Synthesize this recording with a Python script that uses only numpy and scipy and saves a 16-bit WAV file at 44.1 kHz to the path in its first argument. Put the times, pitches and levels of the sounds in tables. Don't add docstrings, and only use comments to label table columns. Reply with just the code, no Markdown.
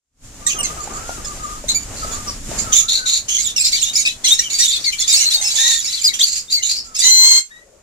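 import sys
import numpy as np
from scipy import signal
from scipy.fft import rfft, irfft, next_fast_len
from scipy.io import wavfile
from scipy.ndimage import uniform_filter1d

SR = 44100
rng = np.random.default_rng(int(sys.argv[2]) if len(sys.argv) > 2 else 0)


def magnitude_from_level(level_db):
    exponent = np.asarray(level_db, float) / 20
    return 10 ** exponent


def log_audio(samples):
    frames = np.atleast_2d(samples).T
    limited = np.clip(frames, -1, 1)
    pcm = np.round(limited * 32767).astype(np.int16)
    wavfile.write(sys.argv[1], SR, pcm)


N = 344862
T = np.arange(N) / SR
FFT = next_fast_len(N)
BIN_HZ = np.arange(FFT // 2 + 1) * SR / FFT

# [f/Hz, relative level/dB]
RUSTLE_COLOUR = [(71, -59.5), (120, -5), (572, -4), (1010, -10), (1220, -8), (3000, -18.5), (3900, -54.5),
                 (6600, -120)]
HISS_COLOUR = [(880, -11), (1500, -5.5), (4500, -2.5), (5940, 2), (7240, 7.5), (7920, 1), (13400, -14),
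               (15100, -18.5), (16000, -52.5)]


def level(x, db):
    return x * magnitude_from_level(db) / np.sqrt(np.mean(x ** 2))


def along(points, hz):
    at, value = np.transpose(points)
    return np.interp(np.log(hz + 1), np.log(at), value)


def colour(points, channels=1):
    inside = (BIN_HZ >= points[0][0]) & (BIN_HZ <= points[-1][0])
    white = rfft(rng.standard_normal((channels, FFT)))
    shaped = white * magnitude_from_level(along(points, BIN_HZ)) * inside
    return level(irfft(shaped, FFT)[:, :N], 0)


def walk(rate, size=N):
    k = max(int(SR / rate), 1)
    smooth = uniform_filter1d(rng.standard_normal(size), k)
    return level(uniform_filter1d(smooth, k), 0)


def tone(hz, k=1):
    return np.sqrt(2) * np.sin(2 * np.pi * k * np.cumsum(hz) / SR)


def played(rows, fade_s=0.005):
    s, *columns = np.transpose(rows)
    gate = np.interp(T, [s[0] - fade_s, s[0], s[-1], s[-1] + fade_s], [0, 1, 1, 0])
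    return [np.interp(T, s, c) for c in columns], gate


def air():
    # [t/s, rumble level/dB, rustle level/dB, hiss level/dB]
    air_levels = [(0, -106, -100, -84), (.12, -72, -90, -79), (.25, -40.5, -53, -44.5),
                  (.6, -37.5, -40.5, -33.5), (1.9, -33.5, -45, -35.5), (2.07, -31.5, -36, -29.5),
                  (2.42, -33, -48.5, -34.5), (2.6, -26, -33.5, -27.5), (2.9, -44, -49, -38.5),
                  (4.2, -44, -52.5, -39.5), (5.4, -47, -54.5, -28), (6.95, -50.5, -57.5, -47),
                  (7.39, -53, -49.5, -27.5), (7.43, -68, -79, -42.5), (7.55, -59, -56.5, -51.5),
                  (7.82, -59, -63.5, -56.5)]
    # [f/Hz, relative level/dB]
    rumble_colour = [(12, -9.5), (20, 2), (81, -7), (178, -17), (250, -13), (320, -21.5), (550, -120)]
    (rumble_db, rustle_db, hiss_db), _ = played(air_levels)
    rumble = colour(rumble_colour) + 0.24 * colour(rumble_colour, channels=2)
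    rumble = rumble * magnitude_from_level(rumble_db + 0.5 * walk(8.5))
    rustle = colour(RUSTLE_COLOUR) + 0.94 * colour(RUSTLE_COLOUR, channels=2)
    left_right_db = np.array([[1.5], [-1.5]])
    rustle = rustle * magnitude_from_level(rustle_db + 2.4 * walk(19) + left_right_db)
    flicker_db = 1.2 * walk(14)
    hiss = colour(HISS_COLOUR, channels=2) * magnitude_from_level(hiss_db + flicker_db)
    return rumble + rustle + hiss


def far_birds():
    # [t/s, length/s, start f/Hz, end f/Hz, level/dB]
    piping = [(0.419, 0.098, 1176, 1185, -39), (.55, 0.093, 1294, 1128, -35),
              (0.636, 0.11, 1207, 1290, -39), (0.773, 0.052, 1333, 1110, -30),
              (0.896, 0.062, 1140, 1290, -35.5), (0.957, 0.19, 1243, 1436, -31.5),
              (1.138, 0.071, 1434, 1170, -34.5), (1.26, 0.074, 1250, 1183, -32),
              (1.396, 0.087, 1315, 1147, -32), (1.484, 0.12, 1217, 1266, -35.5),
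              (2.001, 0.13, 1303, 1300, -33), (2.117, 0.12, 1198, 1207, -36.5),
              (2.264, 0.041, 1257, 1100, -33), (2.642, 0.12, 1377, 1214, -32.5),
              (2.794, .1, 1260, 1370, -39), (2.968, 0.1, 1556, 1507, -33.5),
              (3.054, 0.078, 1390, 1182, -45), (5.348, 0.119, 870, 825, -42.5),
              (5.536, .19, 889.5, 931, -43), (6.842, 0.13, 1352, 1270, -44.5),
              (7.505, 0.13, 1756, 1986, -41.5), (7.509, 0.094, 3530, 3870, -50.5),
              (7.585, .22, 560, 561, -53)]
    out, waver, rattle, throb = np.zeros(N), walk(90), walk(260), walk(55)
    for s, length, start_hz, end_hz, db in piping:
        i, n = int(s * SR), int(length * SR)
        is_murmur = start_hz < 1000
        shake = .022 * waver[i:i + n] + .16 * is_murmur * rattle[i:i + n]
        hz = np.linspace(start_hz, end_hz, n) * (1 + shake)
        shape = magnitude_from_level(db + 3.4 * throb[i:i + n]) * np.hanning(n) ** 0.12
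        out[i:i + n] += shape * tone(hz)
    return out


def notes():
    # [t/s, length/s, start f/Hz, end f/Hz, strongest partial's level/dB, beak resonance f/Hz]
    whistles = [(0.464, 0.017, 1880, 1900, -11, 7500), (0.489, 0.036, 3090, 3160, -37.5, 6500),
                (.498, 0.004, 2330, 2240, -20, 7100), (0.521, 0.012, 2920, 2330, -21.5, 2700),
                (0.546, 0.058, 3240, 3050, -32.5, 6300), (.585, 0.03, 2915, 2855, -23, 2900),
                (.587, 0.023, 3006, 2740, -20, 8600), (.63, 0.0063, 2790, 2120, -18, 7500),
                (.638, .03, 2190, 2070, -20.5, 6400), (1.246, 0.014, 1777, 1670, -31.5, 5100),
                (1.683, 0.013, 2023, 2174, -20, 6000), (1.685, 0.03, 3900, 4110, -18, 4000),
                (1.745, 0.038, 2333, 2210, -13.5, 6800), (1.79, .05, 2290, 2290, -33.5, 6800),
                (2.112, .039, 3420, 3544, -28, 7100), (2.274, 0.038, 5490, 5710, -27.5, 5300),
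                (2.581, .032, 2190, 2180, -24, 6800), (2.728, 0.017, 3036, 3056, -9, 6200),
                (2.755, .048, 3522, 3660, -11, 7100), (3.382, .028, 2088, 2160, -19, 6400),
                (3.44, 0.041, 3826, 3296, -18.5, 7200), (3.561, 0.025, 2880, 2690, -16, 5600),
                (3.59, 0.037, 2465, 2470, -14.5, 7400), (3.636, 0.033, 4261, 4390, -18.5, 4400),
                (3.647, 0.026, 3720, 3600, -14, 7300), (3.721, 0.011, 3863, 3560, -21.5, 7500),
                (3.728, 0.033, 2186, 2390, -15.5, 4500), (3.807, .016, 4400, 3800, -32, 8000),
                (3.823, 0.017, 3820, 3280, -11, 7000), (3.845, 0.079, 3570, 3804, -24, 3600),
                (3.658, .02, 4800, 6100, -16.5, 5400), (3.953, 0.021, 4800, 6420, -11.5, 5600),
                (3.96, 0.063, 2370, 2227, -15.5, 7000), (4.05, 0.034, 2536, 2660, -14.5, 2600),
                (4.242, 0.021, 2027, 2088, -14.5, 6200), (4.264, 0.014, 2900, 2798, -14, 5700),
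                (4.278, 0.017, 3300, 3390, -17.5, 3300), (4.306, 0.029, 3507, 3860, -6.5, 3600),
                (4.391, 0.0073, 1987, 1794, -11, 5600), (4.439, 0.044, 3226, 2814, -25.5, 3000),
                (4.501, 0.06, 2288, 2165, -24.5, 6800), (4.542, .03, 4670, 4513, -21, 4600),
                (4.582, 0.035, 3560, 3616, -22, 7200), (4.593, 0.038, 1940, 1913, -16.5, 5700),
                (4.619, 0.049, 3596, 3876, -16, 3700), (4.65, 0.013, 3520, 3500, -13, 6900),
                (4.677, 0.04, 3630, 3456, -15.5, 7100), (4.707, 0.055, 3706, 3675, -20.5, 3700),
                (4.747, 0.038, 4250, 4410, -25.5, 4300), (4.861, 0.042, 2307, 2023, -15, 4400),
                (4.917, 0.037, 3070, 3036, -28.5, 3100), (4.989, 0.042, 3240, 3700, -19.5, 7000),
                (5.002, 0.03, 2016, 2210, -22, 6300), (5.087, 0.041, 2440, 2640, -22.5, 5000),
                (5.103, 0.046, 3870, 3510, -18.5, 3800), (5.125, 0.03, 2171, 2183, -18, 6600),
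                (5.136, 0.03, 4300, 4582, -10, 4400), (5.169, 0.0202, 4700, 5814, -19.5, 5200),
                (5.148, 0.02, 2140, 2310, -15.5, 6700), (5.167, .07, 2613, 3147, -19, 5600),
                (5.19, 0.047, 2326, 2150, -19.5, 6700), (5.222, 0.025, 2150, 2200, -16.5, 6500),
                (5.252, 0.041, 4158, 4130, -13.5, 4200), (5.337, .025, 4490, 4330, -12, 4400),
                (5.322, 0.083, 3920, 3713, -21, 3800), (5.412, 0.026, 2050, 2218, -18, 6400),
                (5.44, 0.07, 2606, 2740, -20, 5400), (5.496, 0.035, 4040, 3990, -23, 4000),
                (5.547, 0.04, 3206, 3703, -27, 6900), (5.578, 0.13, 1786, 1934, -16.5, 3700),
                (5.694, 0.097, 1833, 1875, -21.5, 3700), (5.76, 0.055, 3603, 3370, -22, 7100),
                (5.844, 0.017, 2380, 2346, -21.5, 7100), (6.014, 0.01, 2400, 2410, -21, 7200),
                (6.037, .035, 5000, 4820, -11.5, 5000), (6.066, 0.023, 4800, 3840, -6.5, 4400),
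                (6.088, 0.036, 2294, 1954, -31.5, 2200), (6.191, .01, 1750, 2350, -21.5, 3500),
                (6.201, 0.016, 3240, 3490, -17, 3400), (6.212, .008, 3390, 4165, -16.5, 3800),
                (6.227, .016, 4360, 4670, -9.5, 4500), (6.229, .015, 3140, 3170, -19, 6300),
                (6.48, .025, 3650, 3600, -34.5, 3600), (6.565, 0.053, 2206, 2020, -30, 2100),
                (6.618, 0.032, 2905, 3046, -26.5, 3000), (6.522, 0.068, 4776, 3963, -12.5, 4400),
                (6.955, .028, 2610, 2575, -23, 5300), (6.989, 0.02, 3550, 3600, -17, 7100),
                (6.984, 0.017, 1757, 1768, -36, 7100), (7.002, 0.046, 4780, 4510, -18.5, 4600),
                (7.019, .048, 2004, 2000, -20, 4000)]
    out, waver, throb = np.zeros(N), walk(177), walk(360)
    for s, length, start_hz, end_hz, db, beak_hz in whistles:
        i, n = int(s * SR), int((length + 0.0065) * SR)
        u = np.linspace(0, 1, n)
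        hz = (start_hz + (end_hz - start_hz) * u) * (1 + 0.0181 * waver[i:i + n])
        swell, fade = np.clip(u / .08, 0, 1), np.clip((1 - u) / .3, 0, 1)
        shape = swell * fade * magnitude_from_level(3 * throb[i:i + n])
        lead = max(round(2 * beak_hz / (start_hz + end_hz)), 1)
        for k in range(1, 7):
            if k * hz.max() < .36 * SR:
                dull_db = 9 * (k > lead and k * start_hz > 8300)
                partial_db = db - 9.5 * abs(k - lead) ** 0.52 - dull_db
                out[i:i + n] += magnitude_from_level(partial_db) * shape * tone(hz, k)
    return out


def calls(rows, attack_s, fade_db_per_s, rise_per_s=0):
    hz, gains = np.full(N, float(rows[0][2])), np.zeros((2, N))
    for s, held_s, call_hz, low_db, shrill_db in rows:
        i = int(s * SR)
        t = T[:int((held_s + 60 / fade_db_per_s) * SR)]
        fade = magnitude_from_level(-fade_db_per_s * np.clip(t - held_s, 0, None))
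        shape = np.clip(t / attack_s, 0, 1) * fade
        hz[i:] = call_hz
        hz[i:i + len(t)] *= 1 + rise_per_s * (t - held_s / 2)
        gains[:, i:i + len(t)] += magnitude_from_level(np.array([[low_db], [shrill_db]])) * shape
    return hz, gains


def twitter(hz, reach, note_s=.034):
    beat = np.cumsum(magnitude_from_level(3 * walk(12))) / (note_s * SR)
    k, u = beat.astype(int), beat % 1
    pitch, glide, size = rng.standard_normal((k[-1] + 1, 3)).clip(-2, 2).T
    note_hz = hz * np.exp(reach * (pitch[k] + glide[k] * (u - .5)) + .018 * walk(250))
    shape = np.clip(8 * u, 0, 1) * (1 - u) ** .6 * magnitude_from_level(4 * size[k])
    return note_hz, shape


def throat(spread, harsh_calls, light_calls, breath_db=-13):
    # [f/Hz, relative level/dB]
    breathy = [(710, -85), (1200, -19.5), (2350, 8), (3290, 6), (4500, 8.5), (7100, 15.5), (8000, 7),
               (13900, -4), (15500, -33), (16000, -91.5)]
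    twitter_rasp = .25
    (harsh_hz, harsh), (light_hz, light) = harsh_calls, light_calls
    hz = np.where(harsh.sum(axis=0) > light.sum(axis=0), harsh_hz, light_hz)
    over_hz = 7000 + 0.43 * (hz - 3800) + 4500 * (spread - 1)
    breath_gain = np.sqrt(np.prod(magnitude_from_level(-2) * harsh + light, axis=0))
    out = colour(breathy)[0] * magnitude_from_level(3.14 * walk(150) + breath_db) * breath_gain
    bands = (spread * hz, .15), (.96 * over_hz, .09)
    for band, (centre_hz, reach) in enumerate(bands):
        shaken_hz = centre_hz / spread ** .4 * (1 + .04 * walk(550))
        squawk = magnitude_from_level(4 * walk(380).clip(-2, 2)) * tone(shaken_hz)
        note_hz, shape = twitter(centre_hz, reach)
        half_pitch = 0.079 * (note_hz > 3600) * tone(note_hz, .5)
        strokes = shape * (tone(note_hz) + half_pitch)
        out = out + (harsh[band] + twitter_rasp * light[band]) * level(squawk, -10)
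        out = out + light[band] * level(strokes, -11)
    return out


def knocks():
    # [t/s, ring's starting level/dB, ring f/Hz]
    knock_list = [(0.547, -24, 393), (0.766, -24, 686), (0.875, -19.5, 818), (0.923, -27, 735),
                  (1.093, -14, 734), (1.181, -23, 330), (1.641, -20, 592), (2.048, -20.5, 650),
                  (2.491, -20.5, 324.7), (2.515, -17.5, 636), (5.176, -30, 703.6)]
    out, t = np.zeros(N), T[:3000]
    cracks = rng.standard_normal((len(knock_list), len(t)))
    for (s, db, hz), crack in zip(knock_list, cracks):
        ring = np.sin(2 * np.pi * hz * t) * magnitude_from_level(-60 * t / 0.024)
        crack = uniform_filter1d(crack, size=3) * magnitude_from_level(-60 * t / 0.017)
        i = int(s * SR)
        out[i:i + len(t)] += magnitude_from_level(db) * (ring + 0.28 * crack)
    return out


def scream():
    # [t/s, level/dB, hoarse share of the power (0-1)]
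    course = [(7.04, -12, 0.42), (7.075, -4, 0.26), (7.12, -4, 0), (7.225, -7, 0.12), (7.24, -2.5, 0.5),
              (7.26, -4, 0.25), (7.385, -7, 0.2), (7.41, -20, 0.41)]
    # [multiple of the pitch, relative level/dB]
    partials = [(1, -34), (2, -10), (3, -10.5), (4, 6), (5, -12.5), (6, 3), (7, 6), (8, -15), (9, -14.5),
                (10, -17.5), (11, -21), (12, -37), (13, -40), (14, -32)]
    # [t/s, f/Hz]
    pitch = [(7.04, 985), (7.075, 1022), (7.12, 1035), (7.234, 1036), (7.243, 1061), (7.41, 1062)]
    flutter_from_s, flutter_hz, flutter_depth = 7.24, 99.6, 0.2
    (db, hoarse), gate = played(course)
    on, out = gate > 0, np.zeros(N)
    hz = np.interp(T, *np.transpose(pitch))
    steady_hz = (hz * (1 + 0.0012 * walk(60)))[on]
    shaky_hz = (hz * (1 + 0.02685 * walk(300)))[on]
    clean = sum(magnitude_from_level(g) * tone(steady_hz, round(k)) for k, g in partials)
    clean = clean * magnitude_from_level(2.1 * walk(70)[on])
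    flutter_tone = tone(flutter_hz * (1 + 0.031 * walk(30)[on]))
    flutter = 1 + flutter_depth * (T[on] > flutter_from_s) * flutter_tone
    shaken = sum(magnitude_from_level(0.84 * g) * tone(shaky_hz, round(k)) for k, g in partials[:9])
    hoarse = np.clip(hoarse[on], 0, 1)
    out[on] = np.sqrt(1 - hoarse) * level(clean * flutter, 0) + np.sqrt(hoarse) * level(shaken, 0)
    out = out + magnitude_from_level(-22) * colour(HISS_COLOUR)[0] + magnitude_from_level(-38) * colour(RUSTLE_COLOUR)[0]
    return gate * magnitude_from_level(db) * out


def ports(x, lag_s=0.000587):
    # [f/Hz, difference/dB]
    left_over_right = [(300, 7.5), (1300, 4.5), (3000, 4), (5000, 2.5), (7200, -12), (10000, 0), (15000, 0)]
    ratio = magnitude_from_level(2 * along(left_over_right, BIN_HZ))
    left = np.sqrt(2 * ratio / (1 + ratio)) * np.exp(-2j * np.pi * BIN_HZ * lag_s)
    right = np.sqrt(2 / (1 + ratio))
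    return irfft(rfft(x, FFT) * np.array([left, right]), FFT)[:, :N]


def room(x):
    t60_s, room_db = .15, -5
    t = T[:int(.4 * SR)]
    tail = rng.standard_normal((2, len(t))) * magnitude_from_level(-60 * t / t60_s) * (t > .002)
    tail = tail / np.sqrt(np.sum(tail ** 2) / 2)
    return magnitude_from_level(room_db) * signal.fftconvolve(x, tail, axes=1)[:, :N]


def scene():
    # [t/s, held/s, f/Hz, low band level/dB, shrill band level/dB]
    squawks = [(.465, .02, 3900, -22.5, -12), (.8, 0.036, 4500, -38, -25), (.93, 0.036, 4470, -40, -26.5),
               (1.07, 0.019, 3000, -47, -32), (1.248, 0.016, 4500, -34, -22),
               (1.42, 0.048, 4500, -56.5, -31), (1.684, 0.021, 3900, -16, -14.5),
               (1.96, 0.087, 4500, -33, -30), (2.112, 0.037, 4300, -33, -23), (2.27, 0.046, 4900, -28, -42),
               (2.578, 0.022, 4660, -23.5, -13.5), (2.722, 0.08, 3550, -18.5, -6.5),
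               (2.882, .09, 4050, -12, -17.5), (3.056, 0.11, 4050, -14, -14),
               (3.283, 0.086, 3150, -20.5, -12), (5.555, 0.19, 3900, -15, -11.5),
               (6.25, 0.13, 4500, -19, -17.5), (6.5, 0.068, 4350, -20, -19.5),
               (6.625, 0.055, 4000, -20, -13.5), (6.69, 0.044, 4500, -12.5, -20.5),
               (6.76, 0.039, 4850, -23, -62), (6.84, 0.0399, 4830, -45, -35.5)]
    # [t/s, held/s, f/Hz, low band level/dB, shrill band level/dB]
    twitters = [(.49, 0.024, 3003, -22, -18), (.64, 0.042, 3284, -29, -25), (3.39, 0.038, 4350, -23, -16),
                (3.45, 0.055, 3580, -19, -27), (3.56, 0.073, 4277, -20, -21),
                (3.642, 0.048, 4413, -14.5, -17), (3.715, 0.085, 4390, -16.5, -20),
                (3.81, 0.08, 3483, -23.5, -19.5), (3.932, 0.095, 4800, -19, -19),
                (4.051, 0.052, 3980, -15.5, -25), (4.24, 0.032, 3983, -12, -18.5),
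                (4.28, 0.06, 3630, -17.5, -11.5), (4.385, 0.023, 3695, -19, -16.5),
                (4.42, 0.043, 3052, -32, -26), (4.497, 0.11, 4335, -22, -21),
                (4.586, 0.07, 4548, -11.5, -12.5), (4.68, 0.093, 3804, -14, -24.5),
                (4.8, 0.027, 4500, -26, -44), (4.84, 0.027, 4424, -12.5, -29),
                (4.92, 0.016, 3130, -17, -20), (4.985, 0.057, 4177, -13.5, -34),
                (5.075, .1, 4483, -15.5, -6), (5.19, 0.069, 3816, -15, -20.5),
                (5.3, 0.051, 4410, -15.5, -15.5), (5.42, 0.16, 4610, -20, -18), (5.6, .15, 5000, -26, -19),
                (5.8, 0.043, 4880, -21, -30), (5.85, 0.075, 4735, -19.5, -22),
                (5.92, 0.082, 3910, -19, -26), (6.03, 0.047, 4575, -19.5, -17),
                (6.135, 0.011, 3516, -17, -17), (6.19, 0.043, 3897, -20, -13.5),
                (6.945, 0.025, 4740, -21, -20), (6.985, 0.086, 4280, -17.5, -12)]
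    hz, gains = calls(squawks, attack_s=0.00795, fade_db_per_s=350.5, rise_per_s=.5)
    harsh = hz, gains * magnitude_from_level(2.5 * walk(258).clip(-2, 2))
    light = calls(twitters, attack_s=.006, fade_db_per_s=463)
    cages = [(.91, 0.0005156), (1.01, -0.0043), (1.1, 0.000192)]  # (pitch factor, port lag s)
    flock = sum(ports(throat(spread, harsh, light), lag_s) for spread, lag_s in cages)
    far = flock + ports(scream()) + ports(far_birds(), lag_s=0.00026) + knocks()
    near = ports(notes())
    near_wet = .55
    return far + near + room(far + near_wet * near) + air()


def band_limit(x):
    return signal.sosfilt(signal.butter(12, 16380, fs=SR, output="sos"), x)


def record(dry):
    rounded = np.tanh(1.1 * dry) / 1.2
    top_cut = signal.ellip(8, .2, 70, 15900, fs=SR, output="sos")
    mix = signal.sosfilt(top_cut, rounded)
    return band_limit(mix)


dry = scene()
out = record(dry)
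log_audio(out)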